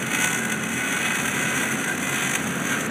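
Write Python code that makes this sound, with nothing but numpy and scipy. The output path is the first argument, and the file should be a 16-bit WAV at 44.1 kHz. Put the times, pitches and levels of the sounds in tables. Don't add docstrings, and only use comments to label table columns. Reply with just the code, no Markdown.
import sys
import numpy as np
from scipy import signal
from scipy.fft import rfft, irfft, next_fast_len
from scipy.io import wavfile
from scipy.ndimage import uniform_filter1d, map_coordinates

SR = 44100
rng = np.random.default_rng(int(sys.argv[2]) if len(sys.argv) > 2 else 0)


def materialize(psi):
    bounded = np.clip(np.atleast_2d(psi).T, -1, 1)
    quanta = np.round(bounded * 32767).astype(np.int16)
    wavfile.write(sys.argv[1], SR, quanta)


N = 127890

# (time [s], rate [pops/s], level [dB], extra treble [dB])
POP_RUN = [(0, 48, -8, -1), (.12, 66, -3, -2), (.24, 72, -2, 1), (.37, 66, -7.5, 2.5), (.5, 60, -5.5, 1),
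           (0.601, 55, -8.5, -0.5), (.72, 85, -6.5, 2), (.85, 102, -2, -3), (.98, 96, -3, -1.5),
           (1.06, 90, -1, -4.5), (1.14, 86, -4.5, -1), (1.35, 100, -3, -0.5), (1.548, 88, -2, -1.5),
           (1.751, 72, -6, 1), (1.941, 68, -8, 1), (1.96, 45, -24, 7.5), (2, 50, -11, 0),
           (2.019, 70, -4.5, 0), (2.081, 72, -1, -1.5), (2.201, 72, -1.5, -2.5), (2.33, 60, -6.5, 1),
           (2.39, 60, -7, -1), (2.602, 65, -10.5, 2.5), (2.75, 85, -3, -2.5), (2.849, 60, -11.5, 3.5),
           (2.88, 60, -31, 2.5)]
BAND_EDGES = [5000, 7200]
# (frequency [Hz], relative density [dB per Hz])
ARC_COLOUR = [(350, -24.5), (600, -20.5), (745, -3), (876, -4.5), (1230, -8.5), (1530, -1.5), (1610, 5.5),
              (1720, -7), (2030, 5), (2350, -3.5), (2550, 3), (2770, -5), (3530, -4.5), (3880, -17.5),
              (4620, -17), (5010, -30), (5510, -20), (6060, -2), (6940, -7), (8160, -9), (9860, -0.5),
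              (11000, -3.5), (12400, -9.5), (13300, -19.5), (15200, -11.5)]


def amp(db):
    return 10 ** (np.asarray(db) / 20)


def unit(x):
    return x / np.sqrt(np.mean(x ** 2) + 1e-20)


def along(points, hz):
    f, v = np.transpose(points)
    return np.interp(np.log(hz + 1), np.log(f + 1), v)


def over_time(points):
    return np.interp(np.arange(N) / SR, *np.transpose(points))


def wobble(rate):
    knots = rng.standard_normal(int(N * rate / SR) + 4)
    return map_coordinates(knots, [np.arange(N) * rate / SR])


def filtered(x, response):
    m = next_fast_len(len(x) + 8192)
    hz = np.fft.rfftfreq(m, 1 / SR)
    return irfft(rfft(x, m) * response(hz), m)[:len(x)]


def causal(gain, size=4096):
    cepstrum = irfft(np.log(gain + 1e-6), size)
    cepstrum[1:size // 2] *= 2
    cepstrum[size // 2 + 1:] = 0
    return irfft(np.exp(rfft(cepstrum)), size)


def pops(lead):
    # (time [s], level [dB])
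    marked = [(0.0227, -0.5), (0.044, -6), (0.0634, 0.5), (0.132, 3.5), (0.1458, 6.5), (0.1856, 0),
              (0.1993, 2.5), (0.2086, 3), (0.2188, 4), (0.2408, 8), (0.271, 3), (0.3122, -2.5), (0.3275, 1),
              (0.3446, 0.5), (0.3724, -4), (0.3862, -2.5), (0.449, 1), (0.4969, 0), (0.5191, 4.5),
              (0.56, -9), (0.634, -2.5), (0.667, -6.5), (0.687, -6.5), (0.7282, -3.5), (0.7757, -2),
              (0.839, -4), (0.8649, -4.5), (0.894, -3), (0.9233, 4), (0.9625, 0.5), (0.987, 0), (1.014, -2),
              (1.0482, 2), (1.059, 0), (1.0806, 1.5), (1.093, -4), (1.118, -1), (1.131, -4), (1.152, 2),
              (1.184, 0.5), (1.196, 0), (1.216, -2), (1.23, -3), (1.2533, 3), (1.277, 4.5), (1.293, -2),
              (1.3339, -7), (1.363, -1.5), (1.389, 0.5), (1.423, 0.5), (1.456, -3), (1.501, -1),
              (1.5478, -7), (1.5738, 2.5), (1.584, -3), (1.598, 0), (1.631, 0), (1.653, -0.5), (1.685, -2),
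              (1.719, -3.5), (1.795, -4.5), (1.84, -1.5), (1.894, -7), (1.9469, -8.5), (1.976, -5),
              (1.9974, -3.5), (2.0678, 0.5), (2.0911, 2.5), (2.125, 2.5), (2.1411, 3), (2.1566, 3),
              (2.1799, 1.5), (2.2198, 2), (2.2454, 1), (2.2701, 0.5), (2.2923, 1), (2.3107, 0.5),
              (2.3344, 2), (2.3508, 7), (2.37, -37), (2.4699, -1.5), (2.5051, -4.5), (2.551, -4.5),
              (2.627, -13), (2.65, -2.5), (2.6694, -4.5), (2.693, -1), (2.7262, 0), (2.793, -8),
              (2.8063, -2), (2.859, -4.5)]
    jitter, scatter_db = .2, 1.43
    s, rate, level, _ = np.transpose(POP_RUN)
    marks = [-lead / SR] + [t for t, _ in marked]
    events = list(marked)
    for a, b in zip(marks, marks[1:]):
        draw = rng.standard_normal((40, 2))
        steps = max(round((b - a) * np.interp((a + b) / 2, s, rate)), 1)
        for i in range(1, steps):
            t = a + (b - a) * (i + jitter * draw[i, 0]) / steps
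            events.append((t, np.interp(t, s, level) + scatter_db * draw[i, 1]))
    t, db = np.transpose(events)
    index = np.clip(np.round(t * SR).astype(int) + lead, 0, None)
    return np.bincount(index, amp(db), N + lead)[:N + lead]


def sizzle(lead):
    level_db, flutter_db = -35, 2.5
    s, _, level, _ = np.transpose(POP_RUN)
    swell = np.interp(np.arange(N) / SR, s, level - level.mean()) + flutter_db * wobble(70)
    gain = np.pad(amp(level_db + swell), (lead, 0), "edge")
    return gain * rng.standard_normal(N + lead)


def steel_bin(place, size=4096):
    # (delay at mid seam [ms], body [dB], ring band [dB], treble [dB])
    paths = [(0, 2, 10.5, 2.5), (.6, 3, 8, -2), (1.1, 1.5, 4.5, 3.5), (2.1, 8.5, 9, -5.5),
             (2.6, 7.5, 11, -5), (3.3, -8.5, 2, -5), (3.8, 5.5, 13.5, -4), (4.2, 11.5, -20, -7),
             (4.75, -1, 0, 16), (5.5, 9, 7.5, -10), (6.2, 0.5, -4, 17), (7, 7, -14, -1),
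             (8.1, 2.5, -13, -13)]
    # (frequency [Hz], width [Hz], boost [dB])
    sheet_modes = [(1297, 28, 14.5), (1440, 8.3, 9.5), (1487, 6.6, 12.5), (1568.4, 34, 8.5),
                   (1805, 18, 3.5), (2080, 79, 5), (2130, 22, 0), (2223, 25, 7), (2626, 43, 2.5),
                   (6187, 240, 2.5), (8160, 300, 8.5)]
    travel = .015
    scatter_db, rise_s = -5, .005
    t60_body, t60_treble = 0.058, 0.059

    hz, t = np.fft.rfftfreq(size, 1 / SR), np.arange(size) / SR
    band = np.searchsorted(BAND_EDGES, hz)
    walls = 0
    for ms, body, ring, treble in paths:
        delay = ms * (1 + travel * place) / 1000
        walls = walls + amp([body, ring, treble])[band] * np.exp(-2j * np.pi * hz * delay)

    noise = rng.standard_normal(size) * (1 - np.exp(-t / rise_s))
    body_scatter = rfft(noise * amp(-60 * t / t60_body))
    treble_scatter = rfft(noise * amp(-60 * t / t60_treble))
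    scatter = np.where(band == 0, body_scatter, treble_scatter)

    level = lambda z: np.sqrt(uniform_filter1d(np.abs(z) ** 2, size=40))
    both = walls / level(walls) + amp(scatter_db) * scatter / level(scatter)
    sheets = np.ones(len(hz))
    for c, w, db in sheet_modes:
        sheets = sheets * (1 + (amp(db) - 1) * w * w / (w * w + 4 * (hz - c) ** 2))
    colour = rfft(causal(amp(along(ARC_COLOUR, hz)) * sheets))
    ir = irfft(both / level(both) * colour, size)
    return ir / np.linalg.norm(ir)


def shop(x):
    # (frequency [Hz], time to fall 60 dB [s])
    decay = [(500, 3.5), (2000, 0.48), (6000, 0.3), (14000, 0.21)]
    hz, t, z = signal.stft(rng.standard_normal(SR), SR, nperseg=256)
    fading = z * amp(-60 * t / along(decay, hz)[:, None])
    tail = signal.istft(fading, SR, nperseg=256)[1]
    return signal.fftconvolve(np.pad(x, (600, 0)), tail / np.linalg.norm(tail))[:len(x)]


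def seam_sheet(heard):
    # (time [s], gain [dB])
    standing_out = [(.3, -7), (.44, 12.5), (.52, -5), (1.84, 1), (1.9, 12), (1.98, -7.5), (2.421, -1.5),
                    (2.52, 9.5), (2.72, 7), (2.8, -4)]
    f0, width = 1580, 45
    resonance = lambda hz: 1j * hz * width / (f0 ** 2 - hz ** 2 + 1j * hz * width)
    return (amp(over_time(standing_out)) - 1) * filtered(heard, resonance)


def arc():
    shop_db = -11.5
    lead = SR // 3
    source = pops(lead) + sizzle(lead)
    place, near = np.linspace(-1, 1, N + lead), 0
    for stop in np.linspace(-1, 1, num=9):
        share = np.cos(np.pi * np.clip(2 * (place - stop), -.5, .5))
        near = near + signal.fftconvolve(share * source, steel_bin(stop))[:N + lead]
    heard = (near + amp(shop_db) * shop(near))[lead:]
    top = filtered(heard, lambda hz: hz > min(BAND_EDGES))
    s, _, _, treble = np.transpose(POP_RUN)
    extra_treble = (amp(np.interp(np.arange(N) / SR, s, treble)) - 1) * top
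    return heard + seam_sheet(heard) + extra_treble


def gas():
    # (frequency [Hz], relative level [dB])
    balance = [(1000, 5), (3000, -6), (8000, -21), (12000, 10), (15000, -16)]
    level_db = -49
    shape = lambda hz: amp(along(balance, hz) + along(ARC_COLOUR, hz))
    return amp(level_db + wobble(3.8)) * unit(filtered(rng.standard_normal(N), shape))


def fan():
    # (frequency [Hz], relative density [dB per Hz])
    air = [(30, -9), (60, -10), (85, -24), (130, -0.5), (200, 2.5), (300, -1), (500, -6), (900, -13.5),
           (1500, -4.5), (3000, -17), (6000, -38)]
    # (frequency [Hz], level before a common 1 dB lift [dB])
    tones = [(88, -49.5), (135, -46.5), (178, -43.5), (222, -38.5), (269, -39.5), (385, -50.5)]
    # (time [s], level [dB])
    drone_swell = [(1.25, 0.5), (1.6, 1.5), (1.85, 0.5)]
    air_db, throb_db = -30.5, .6
    waver_hz, tone_flutter_db = 4.45, 2.74

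    t = np.arange(N) / SR
    rush = unit(filtered(rng.standard_normal(N), lambda hz: amp(along(air, hz))))
    hum = 0
    for hz, db in tones:
        level = amp(db + 1 + tone_flutter_db * wobble(12))
        drift = np.cumsum(waver_hz * wobble(14)) / SR
        hum = hum + level * np.sin(2 * np.pi * (hz * t + drift + rng.random()))
    lumpy_rush = amp(air_db + throb_db * wobble(5.9)) * rush
    return amp(over_time(drone_swell)) * (lumpy_rush + hum)


def scene():
    return (arc() + gas() + fan())[None]


def record(dry):
    # (frequency [Hz], width [Hz], share left [ratio])
    notches = [(5030, 320, .03), (9820, 1930, 0.17), (12000, 1500, .25)]
    low_cut_hz, low_leak_db = 78, -26
    edge_hz, top_hz, edge_db = 15300, 15880, -26

    def response(f):
        notch = 1
        for c, w, left in notches:
            notch = notch * (1 - (1 - left) * 1j * f * w / (c * c - f * f + 1j * f * w))
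        cut = 1 / (1 + (low_cut_hz / (f + 1)) ** 10) + amp(low_leak_db)
        slope_db = edge_db * (1 + (f - edge_hz) / (top_hz - edge_hz))
        edge = amp(np.where(f < edge_hz, 0, slope_db)) * (f < top_hz)
        return notch * cut * edge

    margin = SR // 4
    padded = np.pad(dry[0], margin, "reflect")
    return filtered(padded, response)[None, margin:margin + N]


dry = scene()
out = record(dry)
materialize(out)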